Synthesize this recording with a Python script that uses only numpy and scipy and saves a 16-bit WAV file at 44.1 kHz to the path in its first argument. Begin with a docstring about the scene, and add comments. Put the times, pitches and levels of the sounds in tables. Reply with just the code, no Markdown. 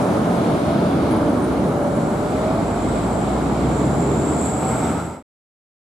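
"""A diesel bus pulls away round a junction in a steady roar of tyres, far engines and air.
Its gears whine and its cooling air hisses; an exhaust growl sinks and small metal parts chink.
From 2 s a second diesel speeds up close by, while a shrill hiss swells and then pulses.
Another engine hums, a vehicle draws near, and from 4.8 s everything fades to silence."""
import sys
import numpy as np
from scipy import signal
from scipy.fft import rfft, irfft, next_fast_len
from scipy.io import wavfile
from scipy.ndimage import uniform_filter1d, map_coordinates

SR = 44100
rng = np.random.default_rng(int(sys.argv[2]) if len(sys.argv) > 2 else 0)


def master_out(mix):
    """Clip the mix to full scale and print it as 16-bit PCM to the path in sys.argv[1]."""
    frames = np.transpose(np.atleast_2d(mix))
    ceiling = np.clip(frames, -1, 1)
    pcm = np.round(ceiling * 32767).astype(np.int16)
    wavfile.write(sys.argv[1], SR, pcm)


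N = 257981
TIME_S = np.arange(N) / SR


def amp(db):
    """Gain of a level in dB."""
    return 10 ** (np.asarray(db) / 20)


def along(points, hz):
    """(Hz, value) points interpolated on a log axis."""
    knots_hz, values = np.transpose(points)
    return np.interp(np.log(hz + 1), np.log(knots_hz + 1), values)


def curves(rows):
    """Each column after the time, per sample; end values hold."""
    knots_s, *columns = np.transpose(rows)
    return [np.interp(TIME_S, knots_s, column) for column in columns]


def during(rows, ease_s):
    """1 over a table's time span, with ramps outside it."""
    return np.clip(np.minimum(TIME_S - rows[0][0], rows[-1][0] - TIME_S) / ease_s + 1, 0, 1)


def bump(at_s, width_s):
    """Bell curve in time, peak 1."""
    return np.exp(-.5 * ((TIME_S - at_s) / width_s) ** 2)


def wobble(rate_hz):
    """Smooth random curve, rate_hz knots a second."""
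    knots = rng.standard_normal(int(N * rate_hz / SR) + 4)
    return map_coordinates(knots, [TIME_S * rate_hz])


def filtered(x, response):
    """x through a frequency response."""
    size = next_fast_len(N + 8192)
    return irfft(rfft(x, size) * response(np.fft.rfftfreq(size, 1 / SR)), size)[..., :N]


def panned(x, pan_db):
    """Left louder than right by pan_db."""
    return x * amp(np.outer([.5, -.5], pan_db))


def phase_pair(lead_rad):
    """Stereo phasors, left ahead by lead_rad."""
    return np.exp(1j * np.outer([.5, -.5], lead_rad))


def shifted(pair, lead_rad, shift_hz=0):
    """All frequencies moved by shift_hz, left ahead by lead_rad."""
    analytic = signal.hilbert(pair, next_fast_len(N))[:, :N]
    carrier = np.exp(2j * np.pi * np.cumsum(np.broadcast_to(shift_hz, N)) / SR)
    return np.real(analytic * carrier * phase_pair(lead_rad))


def rush(spectrum, coherence, patchy_db):
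    """Stereo noise, mid rms 1, with random gain patches in time and frequency."""
    cells = signal.stft(rng.standard_normal((2, N)), nperseg=1024)[2]
    patches = uniform_filter1d(rng.standard_normal(cells.shape[1:]), size=5, axis=0)
    patches = uniform_filter1d(patches, size=8, axis=1)
    patches /= np.sqrt(np.mean(patches ** 2))
    pair = signal.istft(cells * amp(patchy_db * patches), nperseg=1024)[1][:, :N]

    def mid_side(hz):
        angle = np.arccos(along(coherence, hz)) / 2
        return amp(along(spectrum, hz)) * [np.cos(angle), np.sin(angle)]

    mid, side = filtered(pair, mid_side)
    return np.array([mid + side, mid - side]) / np.sqrt(np.mean(mid ** 2))


def tone(hz, db, blur_hz, waver_db):
    """Sine shaken in pitch and level by uneven running and moving air."""
    phase = 2 * np.pi * np.cumsum(hz + blur_hz * wobble(25)) / SR
    return np.sqrt(2) * amp(db + waver_db * wobble(18)) * np.sin(phase)


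def exhaust(rows, orders_db, blur_hz, waver_db):
    """Exhaust tones at multiples of a rate; rows are (time [s], rate [Hz], level [dB])."""
    hz, db = curves(rows)
    tones = (tone(k * hz, db + order_db, k * blur_hz, waver_db)
             for k, order_db in enumerate(orders_db, 1))
    return during(rows, ease_s=.19) * sum(tones)


def bus_lift_db(start_db, decay_s=1.2):
    """Extra level that decays as the bus leaves, plus slow random swells."""
    return start_db * np.exp(-TIME_S / decay_s) + .5 * wobble(5)


# Left-right likeness of the low roar (frequency [Hz], coherence [0..1])
ROAR_COHERENCE = [(60, 0.99), (130, 0.99), (290, 0.91), (640, 0.8), (1410, 0.35), (3100, 0.24),
                  (6820, 0.15), (15000, 0.25)]
# Rumble spectrum (frequency [Hz], relative density [dB])
RUMBLE_SPECTRUM = [(53, -33.5), (90, -8), (167, 0.5), (230, 0), (307, -0.5), (480, -9), (620, -34),
                   (1060, -120)]
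# Rumble swell (time [s], gain [dB])
RUMBLE_GAIN = [(0, 0.5), (1.5, 1.5), (2.2, -1), (3.3, 0), (4.3, 1.5), (4.7, -2), (5.2, -0.5)]
def rumble(level_db=-21.5):
    """Far engines; their firing makes the noise lumpy."""
    gain = amp(level_db + curves(RUMBLE_GAIN)[0] + .53 * wobble(45))
    return gain * rush(RUMBLE_SPECTRUM, ROAR_COHERENCE, patchy_db=.5)


# Tyre spectrum (frequency [Hz], relative density [dB])
TYRE_SPECTRUM = [(250, -27), (420, -3), (472, -3.5), (587, 0), (679, -0.5), (961, -7), (1330, -10),
                 (1800, -22.5), (2340, -48), (3960, -120)]
# Tyre direction (time [s], left lead [rad])
TYRE_LEAD = [(0, 0.65), (.9, 0.9), (1.4, -0.22), (2.2, -0.51), (3.8, -0.12), (4.3, -0.2)]
def tyres(level_db=-26):
    """Tyre roar crossing the scene."""
    gain = amp(level_db + bus_lift_db(3) + .36 * wobble(40))
    return gain * shifted(rush(TYRE_SPECTRUM, ROAR_COHERENCE, patchy_db=.5), curves(TYRE_LEAD)[0])


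# Road hiss spectrum (frequency [Hz], relative density [dB])
ROAD_SPECTRUM = [(1000, -5.5), (1700, -11.5), (1800, -5), (2170, 1), (2680, -6.5), (3870, -6.5),
                 (6200, -17), (8060, -39), (13600, -120)]
def road_hiss(level_db=-42.5, lull_db=-1.5):
    """Road hiss, sinking between the bus and the second diesel."""
    db = level_db + bus_lift_db(1.5) + lull_db * bump(at_s=1.7, width_s=.4) + .62 * wobble(15)
    return amp(db) * rush(ROAD_SPECTRUM, [(2000, .32), (5000, .28)], patchy_db=.76)


# Air fizz spectrum (frequency [Hz], relative density [dB])
FIZZ_SPECTRUM = [(3410, -25.5), (5800, -3), (10100, 0), (13100, -15), (15500, -20.5)]
def air_fizz(level_db=-51):
    """High fizz of air, louder while the bus is close."""
    coherence = [(7000, .3), (9000, .13), (10500, .29), (12500, .5), (15000, .35)]
    gain = amp(level_db + bus_lift_db(4.5) + .3 * wobble(13))
    return gain * rush(FIZZ_SPECTRUM, coherence, patchy_db=1)


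# Cooling air envelope (time [s], level [dB])
COOLING_LEVEL = [(0, -56), (.8, -45), (2, -65)]
# Cooling air spectrum (frequency [Hz], relative density [dB])
COOLING_SPECTRUM = [(1900, -24), (2600, 0), (3300, 0), (4200, -1), (5000, -6), (5700, -22), (8000, -120)]
def cooling_air():
    """The bus's cooling air hisses up and recedes."""
    return amp(curves(COOLING_LEVEL)[0]) * rush(COOLING_SPECTRUM, [(4000, .45)], patchy_db=2.5)


# Roar balance (frequency [Hz], left minus right [dB])
ROAR_PAN = [(60, 3), (110, -1), (200, -0.5), (380, -1), (700, 0.5), (1290, -0.5), (2380, -1.5),
            (4400, -1.5), (8120, 3.5), (15000, -2)]
# Roar phase (frequency [Hz], left lead [rad])
ROAR_LEAD = [(300, 0), (6000, -.1), (7400, -.9), (8500, -2.8), (9500, -3.2), (10500, -4.6), (11500, -6.1),
             (15500, -6.2)]
def roar(dip_db=-2):
    """Five noise layers, spread in stereo by frequency; the level dips briefly."""
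    layers = rumble() + tyres() + road_hiss() + air_fizz() + cooling_air()
    layers *= amp(dip_db * bump(at_s=4.54, width_s=.05))
    return filtered(layers, lambda hz: panned(phase_pair(along(ROAR_LEAD, hz)), along(ROAR_PAN, hz)))


# Thrum spectrum (frequency [Hz], relative density [dB])
THRUM_SPECTRUM = [(25, -31), (45, -16), (60, 3), (85, 2), (110, -12), (160, -39), (300, -120)]
def thrum(level_db=-36.5):
    """Deep wavering noise under the roar."""
    return amp(level_db + 1.8 * wobble(8)) * rush(THRUM_SPECTRUM, ROAR_COHERENCE, patchy_db=-.1)


# Bus exhaust orders 1 to 7 (level [dB])
BUS_ORDERS_DB = [-120, -40, -36.5, -32, -32.5, -36, -34]
def bus(start_hz=43.85, rise_hz_per_s=1.8, end_s=1.3):
    """The bus engine's beat quickens slightly as it draws away."""
    run = [(0, start_hz, 0), (end_s, start_hz + rise_hz_per_s * end_s, 0)]
    return exhaust(run, BUS_ORDERS_DB, blur_hz=.5, waver_db=3)


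# Gear whine following road speed (time [s], pitch [Hz], level [dB])
GEAR_WHINE = [(0, 588, -32), (.8, 598, -31.5), (1.5, 581.6, -33.5), (2.0, 574.3, -29), (2.15, 593, -38),
              (2.38, 619, -31.5), (2.6, 662, -27.5), (3.0, 728, -35), (3.4, 742, -32), (3.6, 755.6, -37.5),
              (4.4, 757.6, -42.5), (4.7, 764, -29.5), (4.9, 754, -37)]
# Other vehicles' whines (start [s], length [s], first pitch [Hz], last pitch [Hz], level [dB])
SHORT_WHINES = [(0.399, .45, 669, 662, -32.5), (3.898, .45, 415, 398.4, -33)]
def gear_whines(clear_db=-28, blur_hz_per_db=.38):
    """Gear teeth sing one tone per vehicle; the weaker it is, the more its pitch blurs."""
    short_runs = [[(start_s, first_hz, db), (start_s + length_s, last_hz, db)]
                  for start_s, length_s, first_hz, last_hz, db in SHORT_WHINES]
    out = np.zeros(N)
    for run in [GEAR_WHINE] + short_runs:
        hz, db = curves(run)
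        blur_hz = 3.5 + blur_hz_per_db * (clear_db - db)
        out += during(run, ease_s=.12) * tone(hz, db, blur_hz, waver_db=3.6)
    return np.array([out, np.roll(out, -2)])  # right 2 samples early


# Exhaust growl (time [s], pitch [Hz], level [dB])
GROWL_RUN = [(.95, 340, -39.5), (1.15, 305, -24), (1.55, 212, -29.5), (1.8, 178, -39.5)]
def growl():
    """A rough exhaust tone sinks as the throttle closes."""
    return exhaust(GROWL_RUN, [0], blur_hz=14, waver_db=2.2)


# Metal chinks (start [s], level [dB], pitch [Hz], length [s])
CHINK_HITS = [(1.104, -43, 10500, .035), (1.108, -56.5, 14400, .03), (1.16, -46, 10400, .018),
              (1.292, -49.5, 10400, .012), (1.42, -44.5, 8700, .012), (1.43, -42.5, 9290, .028),
              (1.525, -49, 9250, .012), (1.675, -50, 10400, 0.022), (1.95, -51, 10400, .032),
              (2.015, -54, 10400, .02)]
# Chink position (time [s], left minus right [dB])
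CHINK_BALANCE = [(1.45, 9), (2, 0)]
def chinks():
    """Short thin rings of loose metal, moving from left to centre."""
    out = np.zeros(N)
    for start_s, db, hz, length_s in CHINK_HITS:
        t = np.arange(round(length_s * SR)) / SR
        envelope = amp(db) * np.sqrt(np.sin(np.pi * t / length_s))
        out[round(start_s * SR):][:len(t)] += envelope * np.sin(2 * np.pi * hz * t)
    return panned(out, curves(CHINK_BALANCE)[0])


# Shrill hiss (time [s], upper band level [dB], upper band shift [Hz], left minus right [dB])
HISS_RUN = [(1.85, -60, 49.5, 0), (2.0, -50, 51.5, 1), (2.6, -48.5, 55, 2.5), (2.95, -42.5, 57.5, 3),
            (3.35, -44.5, -100, 2), (3.7, -44, -62.5, -3.5), (4.0, -41.5, -180, 0.5),
            (4.25, -36.5, -120, 1), (4.38, -36.5, -61.5, 1.5), (4.47, -32, -28, 0), (4.62, -36.5, 21, 0),
            (4.76, -35.5, 61, 1.5), (4.9, -39, 80.5, 0), (5.2, -39, 80, 0)]
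# Upper band (frequency [Hz], relative density [dB])
UPPER_SPECTRUM = [(6600, -45.5), (7150, -12.5), (7400, -1.5), (7650, 4), (7900, -1), (8250, -11),
                  (9000, -20.5), (10500, -41), (11600, -23.5), (12400, -39), (14000, -120)]
# Lower band (frequency [Hz], relative density [dB])
LOWER_SPECTRUM = [(5800, -50.5), (6550, -14.5), (6850, -2), (7050, 2.5), (7350, -3.5), (7700, -19.5),
                  (8500, -59)]
# Upper band direction (time [s], left lead [rad])
HISS_LEAD = [(1.85, -1.5), (2.9, -2), (3.4, -3), (4.1, -2), (4.5, -0.5)]
def shrill_hiss(puff_hz=66, puff_depth=.24, puff_from_db=-41, flutter_db=1.4):
    """Hiss in two close bands; when loud, both flutter and the upper comes in fast puffs."""
    upper_db, shift_hz, pan_db = curves(HISS_RUN)
    lead_rad, = curves(HISS_LEAD)
    excess_db = upper_db - puff_from_db
    drive = np.clip(excess_db / excess_db.max(), 0, 1)
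    puff_phase = 2 * np.pi * np.cumsum(puff_hz * (1 + .08 * wobble(14))) / SR
    puffs = 1 + puff_depth * drive * np.cos(puff_phase)
    puffs /= np.sqrt(uniform_filter1d(puffs ** 2, size=SR // 10))  # constant power
    upper_gain = puffs * amp(upper_db + .6 * wobble(10) + flutter_db * drive * wobble(30))
    upper = shifted(rush(UPPER_SPECTRUM, [(7000, .62)], patchy_db=-1.5), lead_rad, shift_hz)
    lower_db = -51.5 + .43 * excess_db + 5 * bump(at_s=3.98, width_s=.3)
    lower_gain = amp(lower_db + .9 * wobble(12) + flutter_db * drive * wobble(30.1))
    lower = shifted(rush(LOWER_SPECTRUM, [(7000, .59)], patchy_db=2), lead_rad / 2)
    return during(HISS_RUN, ease_s=.3) * panned(upper_gain * upper + lower_gain * lower, pan_db)


# Near diesel (time [s], firing rate [Hz], level [dB])
DIESEL_RUN = [(2.1, 49.7, -42), (2.75, 52.5, -35), (3.55, 61.54, -32), (4.05, 68.7, -30.5),
              (4.45, 74.7, -36), (5.1, 80.7, -31.5)]
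# Its orders 1 and 2 (level re firing tone [dB])
DIESEL_ORDERS_DB = [0, -0.86]
def near_diesel():
    """Firing tone and octave climb as the second diesel speeds up."""
    return exhaust(DIESEL_RUN, DIESEL_ORDERS_DB, blur_hz=.35, waver_db=.5)


# Engine hum (time [s], pitch [Hz], level [dB])
HUM_RUN = [(3.4, 120, -41), (4.0, 136.6, -32.5), (4.9, 124.7, -33.5)]
def engine_hum():
    """Another engine's tone rises and sags."""
    return exhaust(HUM_RUN, [0], blur_hz=1.5, waver_db=2.5)


# Approach envelope (time [s], level [dB])
APPROACH_LEVEL = [(3.8, -48), (4.4, -38.5), (4.7, -32), (5.0, -29.5), (5.2, -28.5)]
# Approach spectrum (frequency [Hz], relative density [dB])
APPROACH_SPECTRUM = [(400, -42), (750, -5.5), (900, 5), (1050, -16), (1330, 0), (1750, -18), (2160, -14.5),
                     (2700, -23), (4000, -28.5), (8000, -27.5), (13000, -35.5), (15500, -53.5)]
def approaching_vehicle():
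    """Tyre and air noise coming straight on, faint until 3.8 s."""
    coherence = [(700, .96), (1400, .94), (8000, .5), (12500, .9)]
    gain = amp(curves(APPROACH_LEVEL)[0] + .8 * wobble(30))
    return gain * rush(APPROACH_SPECTRUM, coherence, patchy_db=-1)


def scene():
    """Stereo mix; engine tones sit near the centre."""
    engines = panned(bus() + near_diesel() + growl() + engine_hum(), pan_db=-.5)
    return engines + thrum() + roar() + approaching_vehicle() + gear_whines() + shrill_hiss() + chinks()


# Fade-out (time [s], gain [linear])
FADE_GAIN = [(4.84, 1), (5.225, 0.037)]
def record(dry, cutoff_hz=15620):
    """Linear fade, low-pass, then silence."""
    end_s = FADE_GAIN[-1][0]
    faded = dry * curves(FADE_GAIN)[0] * (TIME_S < end_s)
    return filtered(faded, lambda hz: hz < cutoff_hz) * (TIME_S < end_s + .01)


dry = scene()
out = record(dry)
master_out(out)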